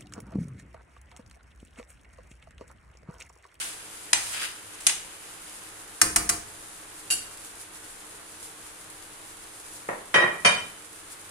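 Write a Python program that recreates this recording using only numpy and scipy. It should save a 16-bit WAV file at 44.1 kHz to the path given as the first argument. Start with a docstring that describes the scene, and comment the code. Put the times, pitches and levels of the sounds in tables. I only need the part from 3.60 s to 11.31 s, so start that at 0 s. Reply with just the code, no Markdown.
"""A steel spoon knocks the wall of a frying pan as it stirs mince and onion, then is tapped clean on the
rim: steel clacks, the pan rings, the grate booms. The spoon is laid, bouncing, on a china rest.
Further off, a dish is set down on the stone counter and rocks before it settles.
Steam bubbles sizzle and crackle faintly in the fat over the rush of a gas flame and an appliance hum.
A small tiled kitchen echoes every blow."""
import sys
import numpy as np
from scipy import signal
from scipy.fft import rfft, irfft, next_fast_len
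from scipy.io import wavfile
from scipy.ndimage import uniform_filter1d

SR = 44100
rng = np.random.default_rng(int(sys.argv[2]) if len(sys.argv) > 2 else 0)


def unload_wav(signal):
    """Save mono or channel-first audio to the path in sys.argv[1] as 16-bit WAV at rate SR, clipped to [-1, 1]."""
    wavfile.write(
        sys.argv[1],
        SR,
        np.round(np.clip(np.atleast_2d(signal).T, -1, 1) * 32767).astype(np.int16),
    )


N = 339862
T = np.arange(N) / SR
AGE = T[:SR]  # seconds since a blow


def undb(db):
    """Decibels to gain."""
    return 10 ** (np.asarray(db) / 20)


def on_log_axis(hz, points):
    """Interpolate (hz, value) points over log frequency."""
    point_hz, value = np.transpose(points)
    return np.interp(np.log(np.maximum(hz, 1)), np.log(point_hz), value)


def unit_rms(x):
    """Scale to rms 1."""
    return x / np.sqrt(np.mean(x ** 2))


def unit_blow(x):
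    """Scale each channel to the energy of 10 ms at rms 1."""
    return x / np.sqrt(np.sum(x ** 2, axis=-1, keepdims=True) / (.01 * SR))


def colour(x, points, extra_db=lambda hz: 0):
    """Minimum-phase filter through (freq_hz, gain_db) points."""
    n = next_fast_len(x.shape[-1] // 2 + 4096) * 2
    hz = np.arange(n // 2 + 1) * SR / n
    cepstrum = irfft(np.log(undb(on_log_axis(hz, points) + extra_db(hz))))
    cepstrum[1:n // 2] *= 2
    cepstrum[n // 2 + 1:] = 0
    return irfft(rfft(x, n) * np.exp(rfft(cepstrum)))[..., :x.shape[-1]]


def fade(t60_s):
    """Exponential decay, 60 dB down at t60_s."""
    return undb(-60 * AGE / max(t60_s, 1e-3))


def stereo(mid, side):
    """Mid and side to left and right."""
    return mid + np.array([side, -side])


def noise(size, correlation=0):
    """Two channels of white noise."""
    mid, side = rng.standard_normal((2, size))
    return stereo(np.sqrt((1 + correlation) / 2) * mid, np.sqrt((1 - correlation) / 2) * side)


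def drift(rate_hz):
    """Smooth random drift, rms 1."""
    hold = max(int(SR / rate_hz), 2)
    steps = np.repeat(rng.standard_normal(N // hold + 1), hold)
    return unit_rms(uniform_filter1d(uniform_filter1d(steps, hold), hold)[:N])


def grains(per_s, spread_db):
    """Random clicks, many small, a few large."""
    size = undb(spread_db * np.minimum(rng.exponential(size=N), 5))
    return noise(N) * size * (rng.random(N) < per_s / SR)


def add(track, start_s, sound):
    """Mix a sound in at start_s."""
    i = int(start_s * SR)
    track[:, i:i + sound.shape[1]] += sound[:, :N - i]


def ring(modes, scatter_db=-0.5, split_hz=9, detune=0.0027, waver_hz=0):
    """Damped modes in beating pairs, varied per blow; a chattering contact wavers their pitch."""
    out = 0
    for hz, db, t60_s in modes:
        hz = hz * (1 + detune * rng.uniform(-1, 1))
        pitch_scale = np.sqrt(hz / 2000)
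        stereo_rad = min(hz / 1500, 1) * rng.uniform(.5, 1, (2, 1, 1)) * rng.choice([-1, 1])
        phase = rng.uniform(0, 2 * np.pi, (2, 1, 1)) + stereo_rad * np.array([[1], [-1]])
        waver = np.interp(AGE, np.linspace(0, 1, 120), rng.standard_normal(120))
        phase = phase + 2 * np.pi * waver_hz * pitch_scale * np.cumsum(waver) / SR
        twin_hz = hz + split_hz * pitch_scale * rng.uniform(.5, 1)
        pair = np.sin(2 * np.pi * hz * AGE + phase[0])
        pair += .5 * np.sin(2 * np.pi * twin_hz * AGE + phase[1])
        gain = undb(db + scatter_db * rng.standard_normal((2, 1))) * np.sqrt(t60_s)
        out = out + gain * unit_blow(fade(t60_s) * pair)
    return unit_blow(out)


def struck_at(modes, place):
    """Blend two columns of mode levels: place 0 is the first, 1 the second."""
    return [(hz, db0 + place * (db1 - db0), t60_s) for hz, db0, db1, t60_s in modes]


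# Room decay: freq_hz, t60_s
ROOM_DECAY = [(150, 0.73), (800, 0.45), (2500, 0.46), (7000, 0.39), (13000, 0.34)]
def kitchen(dry, wet_db, build_s):
    """Direct sound plus diffuse tile echo; treble dies first, bass is near mono."""
    hz = np.arange(SR // 2 + 1) * SR / len(AGE)
    mid, side = rfft(noise(len(AGE)))
    spectrum = stereo(mid, side * np.minimum(hz / 800, 1))
    tail = 0
    for band_hz, t60_s in ROOM_DECAY:
        band = on_log_axis(hz, [(f, f == band_hz) for f, _ in ROOM_DECAY])
        tail = tail + irfft(spectrum * band) * fade(t60_s)
    tail *= 1 - np.exp(-(AGE / build_s) ** 2)
    tail /= np.sqrt(np.sum(tail ** 2, axis=1, keepdims=True))
    return dry + undb(wet_db) * signal.fftconvolve(dry, tail, axes=1)[:, :N]


# Motor tones: pitch_hz, level_db
HUM_TONES = [(102.3, -76), (303, -66.5), (408, -70), (457.6, -69)]
def appliance_hum(waver_rad=1.37):
    """A motor hums in faint, wavering tones."""
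    return sum(undb(db) * np.sqrt(2) * np.sin(2 * np.pi * hz * T + waver_rad * drift(11))
               for hz, db in HUM_TONES)


# Burner spectrum: freq_hz, gain_db
FLAME_SPECTRUM = [(12, -61), (20, 2.5), (71, -8), (108, -0.5), (135, -11), (164, -6), (274, -10), (306, 1),
                  (382, -7), (456, -4.5), (621, -7), (726, -6), (1440, -4.5), (2010, -8), (4000, -13.5),
                  (5200, -28.5), (8800, -120)]
def gas_flame(level_db=-51, flutter_db=0.5):
    """The burner rushes softly, narrow in the bass."""
    mid, side = colour(noise(N), FLAME_SPECTRUM)
    side = colour(side, [(200, -11), (375, -8), (750, -1), (2000, -1)])
    return stereo(mid, side) / np.std(mid) * undb(level_db + flutter_db * drift(26))


# Bursting bubble spectrum: freq_hz, gain_db
BUBBLE_SPECTRUM = [(1760, -14), (3000, -11.5), (4600, -6.5), (4830, -5.5), (5630, -6), (7510, -1.5),
                   (10100, 3), (11700, -9), (14800, -15), (16000, -45)]
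# Steam spurts: peak_s, width_s, level_db
STEAM_SPURTS = [(3.395, 0.028, -43.5), (4.008, 0.04, -44), (4.304, 0.039, -45), (4.85, 0.047, -45),
                (6.12, 0.12, -45), (7.522, 0.032, -45)]
def sizzle(start_db=-46, slope_db_per_s=-0.48, flicker_db=1.15):
    """Tiny steam bubbles burst in the fat, slowly calming; spurts swell and die."""
    bubbles = colour(grains(per_s=7000, spread_db=0.52), BUBBLE_SPECTRUM)
    bubbles = kitchen(bubbles, wet_db=0, build_s=0.0019)
    power = undb(start_db + slope_db_per_s * T) ** 2
    for peak_s, width_s, db in STEAM_SPURTS:
        power += undb(db) ** 2 * np.exp(-(2 * (T - peak_s) / width_s) ** 2)
    return unit_rms(bubbles) * np.sqrt(power) * undb(flicker_db * drift(40))


# Large bubbles: start_s, level_db
FAT_POPS = [(3.7727, -46), (3.847, -44.5), (4.0122, -52), (4.283, -54), (4.8286, -42.5), (5.2114, -50),
            (5.301, -47), (6.0004, -50)]
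def crackle(snaps_db=-56, pop_t60_s=0.016):
    """Fat snaps sparsely; a few larger bubbles pop."""
    snaps = unit_rms(colour(grains(per_s=160, spread_db=1.4), BUBBLE_SPECTRUM)) * undb(snaps_db)
    for start_s, db in FAT_POPS:
        pop = colour(noise(len(AGE)) * fade(pop_t60_s), BUBBLE_SPECTRUM)
        add(snaps, start_s, undb(db) * unit_blow(pop))
    return kitchen(snaps, wet_db=2.5, build_s=0.0021)


# Dish contacts: start_s, level_db, cutoff_hz, ring_db, flatness (0 edge, 1 flat)
DISH_CONTACTS = [(6.287, -26, 1160, -4, 0), (6.5410, -18, 4670, 8.5, 0.19), (6.558, -18, 2580, 4, 0.36),
                 (6.580, -24.5, 1900, 5, 0), (6.622, -24, 1890, 11, 0.02), (6.640, -26, 1800, -4, 0),
                 (6.666, -32.5, 1670, -16, 0), (6.8477, -16, 6860, 7.5, 1), (6.857, -18.5, 5150, 3, 1)]
# Dish modes: pitch_hz, edge_db, flat_db, t60_s
DISH_MODES = [(173, -25, -10, 0.25), (354.7, 0, -28, 0.25), (663, 0, -26, 0.12), (1010, -2, -20, 0.23),
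              (1082, 0, -17, 0.21), (1150, -1, -13, 0.17), (1300, -2, -4, 0.21), (1420, -5, -3, .18),
              (1638, -14, 0, 0.12), (1748, 10, -8, 0.071), (1857, 15, -17, 0.085), (1912, 16.5, -12, 0.15),
              (1960, 6, 3, 0.1), (2080, -5, -5, 0.15), (2410, 4.5, 9, 0.17), (3030, -1, 9, 0.1),
              (3055, -2, 10, 0.12), (3170, 6, 4, 0.12), (3470, -15, -4, 0.11), (3790, -2.5, -5, 0.27),
              (4540, -25, 2, 0.11), (4610, -13, -6, 0.14), (5045, -5, -2, 0.12), (5330, -11, 2, 0.08),
              (5870, 1, 1, 0.086), (6400, -22, -1.5, 0.16), (7000, -9, -1, 0.15), (8400, -8, 0, 0.28),
              (9120, 5, 7, 0.093), (10200, 4, 3, 0.1), (11000, -5, -2, 0.12)]
# Counter thud spectrum: freq_hz, gain_db
COUNTER_SPECTRUM = [(50, -23), (150, -2), (320, -3.5), (500, 2.5), (800, 1), (1300, -0.5), (2200, 2.5),
                    (3000, -6.5), (4300, -15.5), (7000, -14), (10500, -8), (12500, -41)]
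def dish_on_counter(contact_s=0.0067, shudder_db=-10, shudder_t60_s=0.19):
    """The dish touches, rocks and drops flat; the counter shudders. Soft contacts sound dull."""
    thuds, rings = np.zeros((2, 2, N))
    force = np.exp(-(AGE / contact_s) ** 2) + undb(shudder_db) * fade(shudder_t60_s)
    force *= 1 - fade(0.0087)
    for start_s, db, cutoff_hz, ring_db, flatness in DISH_CONTACTS:
        lowpass_db = lambda hz: -10 * np.log10(1 + (hz / cutoff_hz) ** 4)
        mid, side = colour(noise(len(AGE)) * force, COUNTER_SPECTRUM, lowpass_db)
        side = colour(side, [(300, -15), (600, 1)])
        add(thuds, start_s, undb(db) * unit_blow(stereo(mid, side)))
        modes = [(hz, mode_db + lowpass_db(hz), t60_s)
                 for hz, mode_db, t60_s in struck_at(DISH_MODES, flatness)]
        ringing = ring(modes, split_hz=13.6, detune=0.0039, waver_hz=18) * (1 - fade(.03))
        add(rings, start_s, undb(db + ring_db) * ringing)
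    return kitchen(thuds, wet_db=-0.18, build_s=0.0037) + kitchen(rings, wet_db=-6, build_s=0.015)


# Modes of the pan on its grate and steel hob: pitch_hz, level_db, t60_s
GRATE_MODES = [(45.3, -8, 0.13), (75.4, -22, 0.085), (148, -14, 0.089), (206.7, -9, 0.37),
               (316, 12.5, 0.075), (331, 5.5, 0.11), (413, -2, 0.09), (699, 8, 0.13)]
# Loose pan support spectrum: freq_hz, gain_db
RATTLE_SPECTRUM = [(25, -1.5), (60, 3.5), (130, -3), (330, -4.5), (520, -4.5), (620, -21), (850, -7),
                   (1500, -19), (4000, -53)]
def grate_shake(rise_t60_s=0.12, rattle_db=-6.5, rattle_t60_s=0.28):
    """Grate and hob boom just after a blow; the pan rattles on its supports."""
    rattle = noise(len(AGE), correlation=0.98) * fade(rattle_t60_s)
    rattle = unit_blow(colour(rattle, RATTLE_SPECTRUM))
    return (ring(GRATE_MODES, detune=0.018) + undb(rattle_db) * rattle) * (1 - fade(rise_t60_s))


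# Steel contact spectrum: freq_hz, wall_db, rim_db
CLACK_SPECTRUM = [(100, -35, -53), (517, -20, -21), (816, 0, -8), (1130, -11, 3.5), (1430, -3.5, 4),
                  (1800, -5, 0.5), (2160, 1.5, -0.5), (2800, -1.5, -6.5), (3660, 0.5, -10.5),
                  (5100, -3, -4.5), (5500, -4, 3.5), (5750, -3, -5), (6400, 2, 4), (7140, -1.5, -1),
                  (8400, 4.5, 3), (9400, 1, 3.5), (10600, 0, 4), (11540, -15, -6), (15100, -30, -14)]
def steel_clack(force, place, tilt_db_per_oct):
    """A steel contact: full on the wall (place 0), hollow on the rim (place 1)."""
    points = [(hz, wall_db + place * (rim_db - wall_db)) for hz, wall_db, rim_db in CLACK_SPECTRUM]
    tilt_db = lambda hz: tilt_db_per_oct * np.log2(np.maximum(hz, 500) / 4000)
    return unit_blow(colour(force, points, tilt_db))


# Bounces on the rest: start_s, level_db
SPOON_BOUNCES = [(3.503, -24), (3.5082, -20), (3.516, -26), (3.523, -22), (3.536, -27)]
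# Modes of the free spoon and rest: pitch_hz, level_db, t60_s
SPOON_MODES = [(1552, -12, 0.083), (2776, 1, 0.055), (2823, 1, 0.047), (3140, -6.5, 0.065),
               (3810, -7, 0.11), (4517, 1, 0.054), (4800, -4, 0.076), (5790, -5, 0.086), (6665, -11, 0.05),
               (7230, 2.5, 0.08), (7260, -2, 0.052), (7730, 0, 0.1), (8144, -4, 0.09), (8900, -3, 0.085),
               (9460, -1.5, 0.16), (9950, -6, .1), (10200, -2, 0.098), (10570, 3, 0.083),
               (11200, -6, 0.083), (12500, -11, 0.09)]
def spoon_on_rest(tick_db=-8, tick_t60_s=0.082, bump_db=-18):
    """The spoon bounces on china, each contact shifting its pitches; the hob bumps softly."""
    out = np.zeros((2, N))
    for start_s, db in SPOON_BOUNCES:
        tick = steel_clack(noise(len(AGE)) * fade(tick_t60_s), place=0.82, tilt_db_per_oct=2)
        ringing = ring(SPOON_MODES, split_hz=21, detune=0.0064, waver_hz=18)
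        add(out, start_s, undb(db) * (ringing + undb(tick_db) * tick + undb(bump_db) * grate_shake()))
    return kitchen(out, wet_db=-6.5, build_s=0.01)


# Pan and spoon modes: pitch_hz, wall_db, rim_db, t60_s
PAN_MODES = [(1220, -22, -3.5, 0.27), (1777, -15, 10, 0.058), (1890, -16, 8, 0.045), (2024, 0, 0.5, 0.16),
             (2443, 0, -2, 0.15), (2870, 0.5, -3.5, 0.22), (3680, 3, -15, .08), (3984, 8, -19, 0.065),
             (4120, -8, -2, 0.21), (4704, -14, 4, 0.21), (5010, 17, -32, 0.037), (5540, -10, 14, 0.058),
             (6100, 10.5, -8, 0.1), (6360, 4, 10.5, 0.083), (6800, 2, 9, 0.053), (7600, 6, 6, 0.12),
             (8350, -8, 13.5, 0.086), (8900, 8, 16, 0.053), (9000, 9, 14, 0.056), (8860, -2, 10, 0.092),
             (9460, 9, 12, 0.081)]
def pan_ring(place, scatter_db=-0.5):
    """Pan and spoon ring briefly, damped by food and hand."""
    return ring(struck_at(PAN_MODES, place), scatter_db)


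def push(start_s, length_s, t60_s, attack_s=0.0075):
    """Envelope of one push: the spoon speeds up, holds and slows."""
    attack = np.clip((T - start_s) / attack_s, 0, 1)
    return attack * undb(-60 * np.maximum(T - start_s - length_s, 0) / t60_s)


# Spoon pushes: start_s, length_s, level_db, bite (0 food, 1 steel), release_t60_s
STIR_STROKES = [(-.02, 0.017, -30, 0.2, 0.51), (0.557, 0.18, -36.5, 0.02, .4),
                (0.724, .02, -34.5, 0.8, 0.16), (0.744, 0.094, -37, 0.84, .04),
                (0.808, 0.051, -31.5, 0.7, .02), (1.199, 0.013, -41.5, 0, 0.12),
                (1.282, 0.02, -31, 0.92, 0.04)]
# Wet mince spectrum: freq_hz, gain_db
MINCE_SPECTRUM = [(300, -15.5), (1500, -4.5), (3000, -5), (6000, -4.5), (9500, 2.5), (11000, -4.5),
                  (12200, -14), (15000, -18)]
# Steel scrape spectrum: freq_hz, gain_db
SCRAPE_SPECTRUM = [(200, -15), (800, -14.5), (1500, 2), (2200, 0), (2800, 3), (4200, -5), (5000, -6),
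                   (5600, -15), (6700, -8), (9500, -13.5), (11000, -6), (12200, -18), (15000, -32)]
def stirring(turning_db=-54.5, turning_db_per_s=-0.5, lift_s=2.08, jerk_db=1.7, ring_db=-10):
    """Wet food rustles; the spoon slips on the pan floor, catches on grit and makes the pan sing."""
    moves = [(undb(db) * push(start_s, length_s, t60_s), bite)
             for start_s, length_s, db, bite, t60_s in STIR_STROKES]
    # light scraping between pushes, until the spoon lifts out
    turning = undb(turning_db + turning_db_per_s * T) * push(0, lift_s, t60_s=0.55)
    moves.append((turning, 1))
    food_level = np.sqrt(sum(level ** 2 * (1 - bite) for level, bite in moves))
    steel_level = np.sqrt(sum(level ** 2 * bite for level, bite in moves))
    rustle = unit_rms(colour(grains(per_s=7000, spread_db=0.98), MINCE_SPECTRUM)) * food_level
    slips = unit_rms(grains(per_s=5000, spread_db=1.2))
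    grit = unit_rms(grains(per_s=300, spread_db=1.4))
    friction = (slips + grit) * undb(jerk_db * drift(260))
    scrape = unit_rms(colour(friction, SCRAPE_SPECTRUM)) * steel_level
    singing = signal.fftconvolve(scrape, pan_ring(place=0), axes=1)[:, :N]
    singing = undb(ring_db) * np.std(scrape) * unit_rms(singing)
    return kitchen(rustle + scrape + singing, wet_db=-3.5, build_s=0.0017)


# Spoon knocks on the pan, and one faint crackle of frying at 1.13 s:
# start_s, level_db, contact_s, tilt_db_per_oct, ring_db, shake_db, place (0 wall, 1 rim)
PAN_TRANSIENTS = [(0.5309, -13.5, 0.0038, -1.84, -4.5, -22, 0.012), (0.746, -39, .004, -7, -6, -27, 0.55),
                  (1.134, -44, 0.00091, 0, -16, -30, 0), (1.2667, -14, 0.0048, 1, -3.5, -32, 0.25),
                  (1.2702, -19, 0.0034, 1, -4, -24, 0.044), (1.294, -28.5, 0.0065, -2.5, -3.5, -30, 0),
                  (2.4145, -12.5, 0.0065, 0, 0, -10, 0.98), (2.5600, -15, 0.008, 0, -2.5, -8, 0.98),
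                  (2.6914, -16.5, 0.012, 0.3, -4.5, -10.5, 0.86)]
def pan_transients(chatter_db=1.0, glance_db=-11.5, glance_t60_s=0.13, rise_t60_s=0.0085):
    """Spoon knocks and one frying crackle: short bursts ring the pan; rim taps shake the grate most."""
    clacks, rings, booms = np.zeros((3, 2, N))
    for start_s, db, contact_s, tilt_db_per_oct, ring_db, shake_db, place in PAN_TRANSIENTS:
        chatter = noise(len(AGE), correlation=0.033) * undb(chatter_db * rng.standard_normal(len(AGE)))
        # the contact, then glances off pan wall and hob
        force = np.exp(-(AGE / contact_s) ** 2) + undb(glance_db) * fade(glance_t60_s)
        force *= 1 - fade(rise_t60_s)
        add(clacks, start_s, undb(db) * steel_clack(chatter * force, place, tilt_db_per_oct))
        add(rings, start_s, undb(db + ring_db) * pan_ring(place, scatter_db=-1))
        add(booms, start_s, undb(db + shake_db) * grate_shake())
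    return (kitchen(clacks, wet_db=-7.5, build_s=0.012)
            + kitchen(rings, wet_db=-12.5, build_s=0.028)
            + kitchen(booms, wet_db=-1.4, build_s=0.0072))


def scene():
    """Clatter and stirring over frying, flame and hum."""
    clatter = pan_transients() + spoon_on_rest() + dish_on_counter()
    return clatter + stirring() + sizzle() + crackle() + gas_flame() + appliance_hum()


def record(dry):
    """Limit to full scale, then low-pass at 15.7 kHz."""
    lowpass = signal.ellip(8, .2, 80, 15700, fs=SR, output="sos")
    return signal.sosfilt(lowpass, np.clip(dry, -1, 1))


dry = scene()
out = record(dry)
unload_wav(out)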